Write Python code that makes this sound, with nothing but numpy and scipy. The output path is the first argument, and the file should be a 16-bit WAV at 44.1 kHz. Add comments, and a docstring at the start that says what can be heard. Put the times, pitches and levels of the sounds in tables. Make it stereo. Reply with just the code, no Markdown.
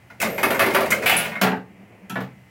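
"""A small basement workshop, where an electromechanical pinball machine resets over a low hum.
Relays snap, the score motor whirs and steps the score reels three times, a relay bank resets and
a spring pings. A solenoid kicks the ball out; it rolls across the wood and lands with a clunk.
Every hit is one contact and a short chatter, ringing the resonances of the part it strikes."""
import sys
import numpy as np
from scipy import signal
from scipy.fft import rfft, irfft
from scipy.io import wavfile
from scipy.ndimage import uniform_filter1d

SR = 44100
rng = np.random.default_rng(int(sys.argv[2]) if len(sys.argv) > 2 else 0)


def wav_record(signal):
    """Record a signal, one row per channel, as 16-bit PCM in the file named by sys.argv[1]."""
    frames = np.transpose(np.atleast_2d(signal))
    bounded = np.clip(frames, -1, 1)
    # unit amplitude maps onto the largest positive 16-bit level
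    quanta = np.round(bounded * 32767).astype(np.int16)
    wavfile.write(sys.argv[1], SR, quanta)


N = 110250
T = np.arange(N) / SR
MONO_BELOW_HZ, TREBLE_HZ = 560, 3980
BUILD_CYCLES = 2  # low notes swell more slowly than high ones
LEFT_RIGHT = np.array([[1], [-1]])


def amp(db):
    """Decibels to gain."""
    return 10 ** (np.asarray(db) / 20)


def along(table, hz, column=1):
    """Read a table column on a log-frequency axis."""
    table = np.array(table, float)
    return np.interp(np.log(np.maximum(hz, 1)), np.log(table[:, 0]), table[:, column])


def running(on_s, off_s, attack_s, release_s):
    """Rise, hold and exponential release."""
    return np.clip((T - on_s) / attack_s, 0, 1) * np.exp(-np.maximum(T - off_s, 0) / release_s)


def waver(rate_hz, depth_db):
    """A gain that drifts at random."""
    hold = int(SR / rate_hz)
    steps = np.repeat(rng.standard_normal(N // hold + 1), hold)
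    return amp(depth_db * uniform_filter1d(steps, hold)[:N])


# Stereo image: f/Hz, left minus right/dB, side share/0-1
STEREO = [(600, -.2, .018), (1300, -.7, .028), (2400, -1.3, .085), (4400, -7, .4), (9000, -5.3, .28)]
def noise(colour, width=1, size=N):
    """Coloured noise at rms 1: centred in the bass, wider and to the right in the treble."""
    hz = np.fft.rfftfreq(size, 1 / SR)
    mid, side = np.exp(2j * np.pi * rng.random((2, len(hz))))
    spread = np.minimum(hz / MONO_BELOW_HZ, 1) ** 3
    side_share = spread * np.clip(width * along(STEREO, hz, column=2), 0, .5)
    pair = np.sqrt(1 - side_share) * mid + LEFT_RIGHT * np.sqrt(side_share) * side
    pan = amp(spread * LEFT_RIGHT * along(STEREO, hz) / 2)
    wash = irfft(pair * pan * amp(along(colour, hz)), size)
    return wash / np.sqrt(np.mean(wash ** 2))


def tone(t, hz, t60, phase):
    """One mode that swells within a few cycles and dies away."""
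    pan = amp((hz > MONO_BELOW_HZ) * LEFT_RIGHT * along(STEREO, hz) / 2)
    envelope = -np.expm1(-t * hz / BUILD_CYCLES) * amp(-60 * t / t60)
    return pan * np.sqrt(2) * np.sin(2 * np.pi * (hz * t + phase)) * envelope


# Tail of machine and room, per band: f/Hz, t60/s
TAIL = [(110, 0.59), (600, 0.38), (2000, 0.31), (5000, 0.35), (12000, 0.28)]
def ring(body, modes, tail_scale, modes_db, bite=1):
    """A part's answer to one contact: a noisy tail that dies band by band, plus clear modes."""
    size = 32768
    t, hz = T[:size], np.fft.rfftfreq(size, 1 / SR)
    spectrum = rfft(noise(body, size=size))
    direct = 1 + (bite - 1) * np.exp(-t / 0.0069)  # direct sound sharpens the treble attack
    out = 0
    for k, (band_hz, t60) in enumerate(TAIL):
        band = along([(row[0], j == k) for j, row in enumerate(TAIL)], hz)
        envelope = -np.expm1(-t * band_hz / BUILD_CYCLES) * amp(-60 * t / (t60 * tail_scale))
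        out += irfft(spectrum * band, size) * envelope * (direct if band_hz > TREBLE_HZ else 1)
    for mode_hz, db, t60 in modes:
        out += amp(db + modes_db) * tone(t, mode_hz, t60, rng.random())
    return out


def strike(hits, part, bass_hz=266):
    """Each hit is one contact and a dying chatter of smaller ones, all ringing the same part."""
    chatter_per_s, chatter_share = 700, 0.45
    out, size = np.zeros((2, N + SR)), part.shape[1]
    hz, response = np.fft.rfftfreq(size, 1 / SR), rfft(part)
    bass_shelf = 1 / (1 + (hz / bass_hz) ** 4)
    treble_shelf = 1 - 1 / (1 + (hz / TREBLE_HZ) ** 4)
    lead = SR // 100  # space for the shelves' pre-ring
    for start, db, bass_db, treble_db, chatter_s in hits:
        contacts = (rng.random(size) < chatter_per_s / SR) * rng.standard_normal(size)
        contacts *= np.exp(-T[:size] / chatter_s)
        contacts *= np.sqrt(chatter_share / (np.sum(contacts ** 2) + 1e-12))
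        contacts[0] += np.sqrt(1 - chatter_share)
        hit = rfft(contacts) * response
        hit *= np.linalg.norm(response) / np.linalg.norm(hit)
        hit *= amp(db + bass_shelf * bass_db + treble_shelf * treble_db)
        at = int(start * SR) - lead
        out[:, at:at + size] += np.roll(irfft(hit, size), lead, axis=1)
    return out[:, :N]


# Room air colour, then hum and whine: f/Hz, level/dB
AIR_COLOUR = [(30, -28.5), (103, 2.5), (184, -7), (430, -14.5), (684, -12), (1190, -20.5), (2010, -14),
              (2980, -19), (3580, -29.5), (16000, -35)]
HUM_TONES = [(122, -61.5), (2040, -67)]
def room_tone():
    """A wide, quiet bed of air with electrical hum and a faint whine."""
    hum = 0
    for hz, db in HUM_TONES:
        sine = np.sqrt(2) * np.sin(2 * np.pi * (hz * T + rng.random()))
        hum += amp(db) * sine * waver(5.7, depth_db=1)
    return noise(AIR_COLOUR, width=4.7) * amp(-55) + hum


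# Rumble colour: f/Hz, level/dB
ROLL_COLOUR = [(80, -27), (125, -3), (155, -26), (188, 12), (230, -7), (500, -10.5), (900, -17),
               (1400, -26), (2400, -16.5), (3100, -33), (4200, -54)]
def rolling_ball():
    """The steel ball rumbles unevenly over the wood."""
    rumble = waver(20, depth_db=2.5) * noise(ROLL_COLOUR) * amp(-51)
    return rumble * running(1.6, 2.285, attack_s=0.094, release_s=0.09)


# Gear whir colour: f/Hz, level/dB
WHIR_COLOUR = [(50, -24.5), (95, -5.5), (200, -4), (300, -6), (430, 1), (620, 3.5), (900, -22), (2300, -13),
               (4000, -31), (15000, -32)]
def score_motor():
    """Gears whir as the motor starts, runs and coasts out; a thin squeal rides on its first turn."""
    whir = noise(WHIR_COLOUR) * amp(-32) * waver(40.4, depth_db=1)
    whir *= running(0.1904, 1.243, attack_s=0.054, release_s=0.09)
    squeal_colour = [(12130, -70), (12670, 0), (13030, 0), (13570, -70)]  # f/Hz, level/dB
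    squeal = noise(squeal_colour) * amp(-44) * running(.25, .57, attack_s=.02, release_s=0.036)
    return whir + squeal


def bank_coil(mains_hz=60):
    """The reset coil shakes the cabinet at mains harmonics while it pulls."""
    buzz = sum(np.sin(2 * np.pi * (k * mains_hz * T + rng.random())) for k in (2, 3))
    return buzz * amp(-25.5) * running(1.11, 1.122, attack_s=.03, release_s=0.004)


# Blade pings: t/s, f/Hz, level/dB, t60/s
PINGS = [(.201, 2615, -27, 0.056), (.918, 2002, -19, 0.085), (.923, 2105, -18.5, 0.131),
         (1.061, 2315, -17.5, 0.081)]
def switch_blades():
    """Flicked switch blades ring briefly, each at its own pitch."""
    return sum(amp(db) * tone(np.maximum(T - start, 0), hz, t60, rng.random())
               for start, hz, db, t60 in PINGS)


# Spring flick: t/s, level/dB, bass/dB, treble/dB, chatter/s
SPRING_HITS = [(1.166, -20, -13, 3.5, 0.00304)]
# Its colour: f/Hz, level/dB; its mode: f/Hz, level/dB, t60/s
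SPRING_COLOUR = [(6000, -16), (9200, -11.5), (10000, 4), (11000, 0), (11700, -6), (15000, -27)]
SPRING_TONES = [(10025, -12, 0.18)]
def spring():
    """A flicked spring gives a thin, very high ping."""
    return strike(SPRING_HITS, ring(SPRING_COLOUR, SPRING_TONES, tail_scale=0.59, modes_db=2))


# Steel on metal: t/s, level/dB, bass/dB, treble/dB, chatter/s
CLICK_HITS = [(2.0965, -28.5, -3, -3, 0.0027)]
# Its colour: f/Hz, level/dB; its modes: f/Hz, level/dB, t60/s
CLICK_COLOUR = [(60, -60), (170, -3.5), (300, -8), (492, -25), (803, -13), (1140, -23), (2700, -19),
                (4860, -35.5), (6580, -28.5), (9130, -39), (11000, -28), (16000, -40)]
CLICK_TONES = [(131.3, -15, 0.63), (186, -7, 0.64), (1323, -14.5, 0.4), (6600, -15, 0.05)]
def ball_click():
    """The ball clicks against metal just before it lands."""
    return strike(CLICK_HITS, ring(CLICK_COLOUR, CLICK_TONES, tail_scale=1, modes_db=6, bite=2.7))


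# Kick and knocks: t/s, level/dB, bass/dB, treble/dB, chatter/s
KICK_HITS = [(1.4135, -14.5, -7.5, 3, 0.00073), (1.4189, -29, 14, -2, 0.0026),
             (1.433, -14, 0.5, -4, 0.0022), (1.465, -17.5, 1, -13.5, 0.012),
             (1.516, -21, -1.5, -34, 0.0019), (1.558, -40.5, -0.5, -9, 0.0044)]
# Cabinet colour: f/Hz, level/dB; its modes: f/Hz, level/dB, t60/s
WOOD_COLOUR = [(40, -40), (70, -29), (120, -8.5), (155, -23), (190, -5.5), (320, -10.5), (790, -7),
               (1090, -10), (1850, -11), (3000, -19), (4500, -25), (6000, -31), (9450, -36.5), (12000, -29),
               (16000, -30.5)]
WOOD_TONES = [(126.5, -19, 0.46), (184.3, -7.5, 0.38), (258.4, -16, 0.32), (431.5, -22.5, 0.33),
              (890.2, -16.5, 0.3)]
def ball_kicker():
    """A solenoid kicks the ball, which knocks against the wooden cabinet."""
    return strike(KICK_HITS, ring(WOOD_COLOUR, WOOD_TONES, tail_scale=0.73, modes_db=2, bite=1.96))


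# Clunk and bounce: t/s, level/dB, bass/dB, treble/dB, chatter/s
CLUNK_HITS = [(2.156, -22.5, 0.5, -17.5, 0.009), (2.204, -33, 10, -1.5, 0.0011)]
# Wood modes under the ball: f/Hz, level/dB, t60/s
CLUNK_TONES = [(131.4, -7.5, 0.41), (188.7, -5.5, 0.28), (261, -10.5, 0.35), (446, -9, 0.25),
               (688, -6.5, 0.17), (1057, -13, 0.16), (1720, -4.5, 0.21)]
def ball_landing():
    """The ball drops onto the cabinet's wood and bounces once."""
    return strike(CLUNK_HITS, ring(WOOD_COLOUR, CLUNK_TONES, tail_scale=0.66, modes_db=-1.5))


# Relay snaps: t/s, level/dB, bass/dB, treble/dB, chatter/s
RELAY_HITS = [(0.101, -42, 3, -11.5, 0.0053), (.201, -31.5, -19, 9, 0.008), (.215, -24, -10, 7, 0.0034),
              (.224, -19.5, 3.5, -8, 0.038), (0.38, -24.5, 2, -5.5, 0.0087),
              (.545, -24.5, -5.5, -7, 0.0017), (.703, -26.5, -1, -4.5, .0015), (.736, -34.5, -2, 6, .001),
              (.858, -28.5, 5, -3, .002), (0.904, -25.5, 11, 12, 0.0044), (0.921, -17, -16, -11, 0.0034),
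              (1.023, -26, -4, -5, 0.0039), (1.250, -23.5, 3, -7, 0.0074), (1.318, -26.5, -9, -23, 0.022),
              (1.354, -23, -8, -21, 0.0055), (1.4133, -17, -10, -1.5, .001)]
# Their colour: f/Hz, level/dB; their modes: f/Hz, level/dB, t60/s
RELAY_COLOUR = [(40, -41), (75, -26.5), (218, -1.5), (353, -21), (601, -11), (905, -10), (1700, -9.5),
                (2110, -7.5), (3410, -20.5), (12300, -26), (16000, -25)]
RELAY_TONES = [(676, -22, 0.16), (1448, -19.5, 0.11), (2137, -20, 0.23), (2486, -16, 0.062)]
def relays():
    """Armatures and pawls snap, each with a ring of its own."""
    return sum(strike([hit], ring(RELAY_COLOUR, RELAY_TONES, tail_scale=0.71, modes_db=11))
               for hit in RELAY_HITS)


# Bank clatter: t/s, level/dB, bass/dB, treble/dB, chatter/s
BANK_HITS = [(1.059, -16.5, -30, 3.5, 0.014), (1.094, -14, 5, 1.5, 0.0087), (1.120, -14.5, 9, -11, 0.013),
             (1.185, -23.5, -8, 5, 0.0084)]
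# Its colour: f/Hz, level/dB; its modes: f/Hz, level/dB, t60/s
BANK_COLOUR = [(45, -50), (175, -11.5), (380, -24), (711, -6.5), (1020, -9.5), (1740, -7.5), (2490, -2),
               (5670, -26.5), (10900, -22), (16000, -21)]
BANK_TONES = [(718, -5.5, 0.12), (1439, -15.5, 0.5), (1844, -18.5, 0.93), (2976, -10, 0.17),
              (3302, -15, 0.19)]
def relay_bank():
    """The relay bank is pushed back and latches with a lingering clang."""
    return sum(strike([hit], ring(BANK_COLOUR, BANK_TONES, tail_scale=1.18, modes_db=-1.5))
               for hit in BANK_HITS)


# Pull-in and drop-back by turns: t/s, level/dB, bass/dB, treble/dB, chatter/s
REEL_HITS = [(.430, -18, 5.5, 7, 0.0098), (.504, -23.5, 7, 7, 0.0026), (.593, -13.5, -3.5, 3.5, 0.028),
             (.660, -25.5, 11.5, 6.5, 0.0011), (.746, -15.5, 0.5, 2.5, 0.0076),
             (.805, -25, 8.5, 6.5, 0.0018)]
# Reel colour: f/Hz, level/dB; its modes: f/Hz, level/dB, t60/s
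REEL_COLOUR = [(50, -59), (213, -5.5), (329, -7), (398, -9), (450, -11), (690, -1.5), (950, -4.5),
               (1210, -5.5), (1500, -6.5), (2200, -6), (3600, -20), (7570, -36.5), (11500, -25),
               (16000, -33)]
REEL_TONES = [(209.6, -25, 0.49), (389, -13, 0.2), (689, -8, 0.16), (757, -17.5, 0.42), (1163, -6, 0.13),
              (1201, -5, 0.17)]
def score_reels():
    """Three steps: the solenoid pulls in with a clack and drops back with a softer, woodier knock."""
    reel = ring(REEL_COLOUR, REEL_TONES, tail_scale=0.89, modes_db=0, bite=1.62)
    return strike(REEL_HITS, reel, bass_hz=733)


def scene():
    """The machine's hits over its buzz, whir and rumble and the room tone."""
    hits = score_reels() + relays() + relay_bank() + ball_kicker() + ball_click() + ball_landing()
    pings = spring() + switch_blades()
    return hits + pings + bank_coil() + score_motor() + rolling_ball() + room_tone()


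def record(dry):
    """A limiter ducks at loud peaks and recovers slowly; the very top is cut."""
    drive_db, limit_db, release_s, top_hz = 3.5, -3, 2.8, 15900
    driven = dry * amp(drive_db)
    log_peak = np.log(np.abs(driven).max(axis=0) + 1e-9)
    held_peak = np.exp(np.maximum.accumulate(log_peak + T / release_s) - T / release_s)
    gain = uniform_filter1d(np.minimum(1, amp(limit_db) / held_peak), size=90)
    return signal.sosfilt(signal.ellip(10, .2, 80, top_hz, fs=SR, output="sos"), driven * gain)


dry = scene()
out = record(dry)
wav_record(out)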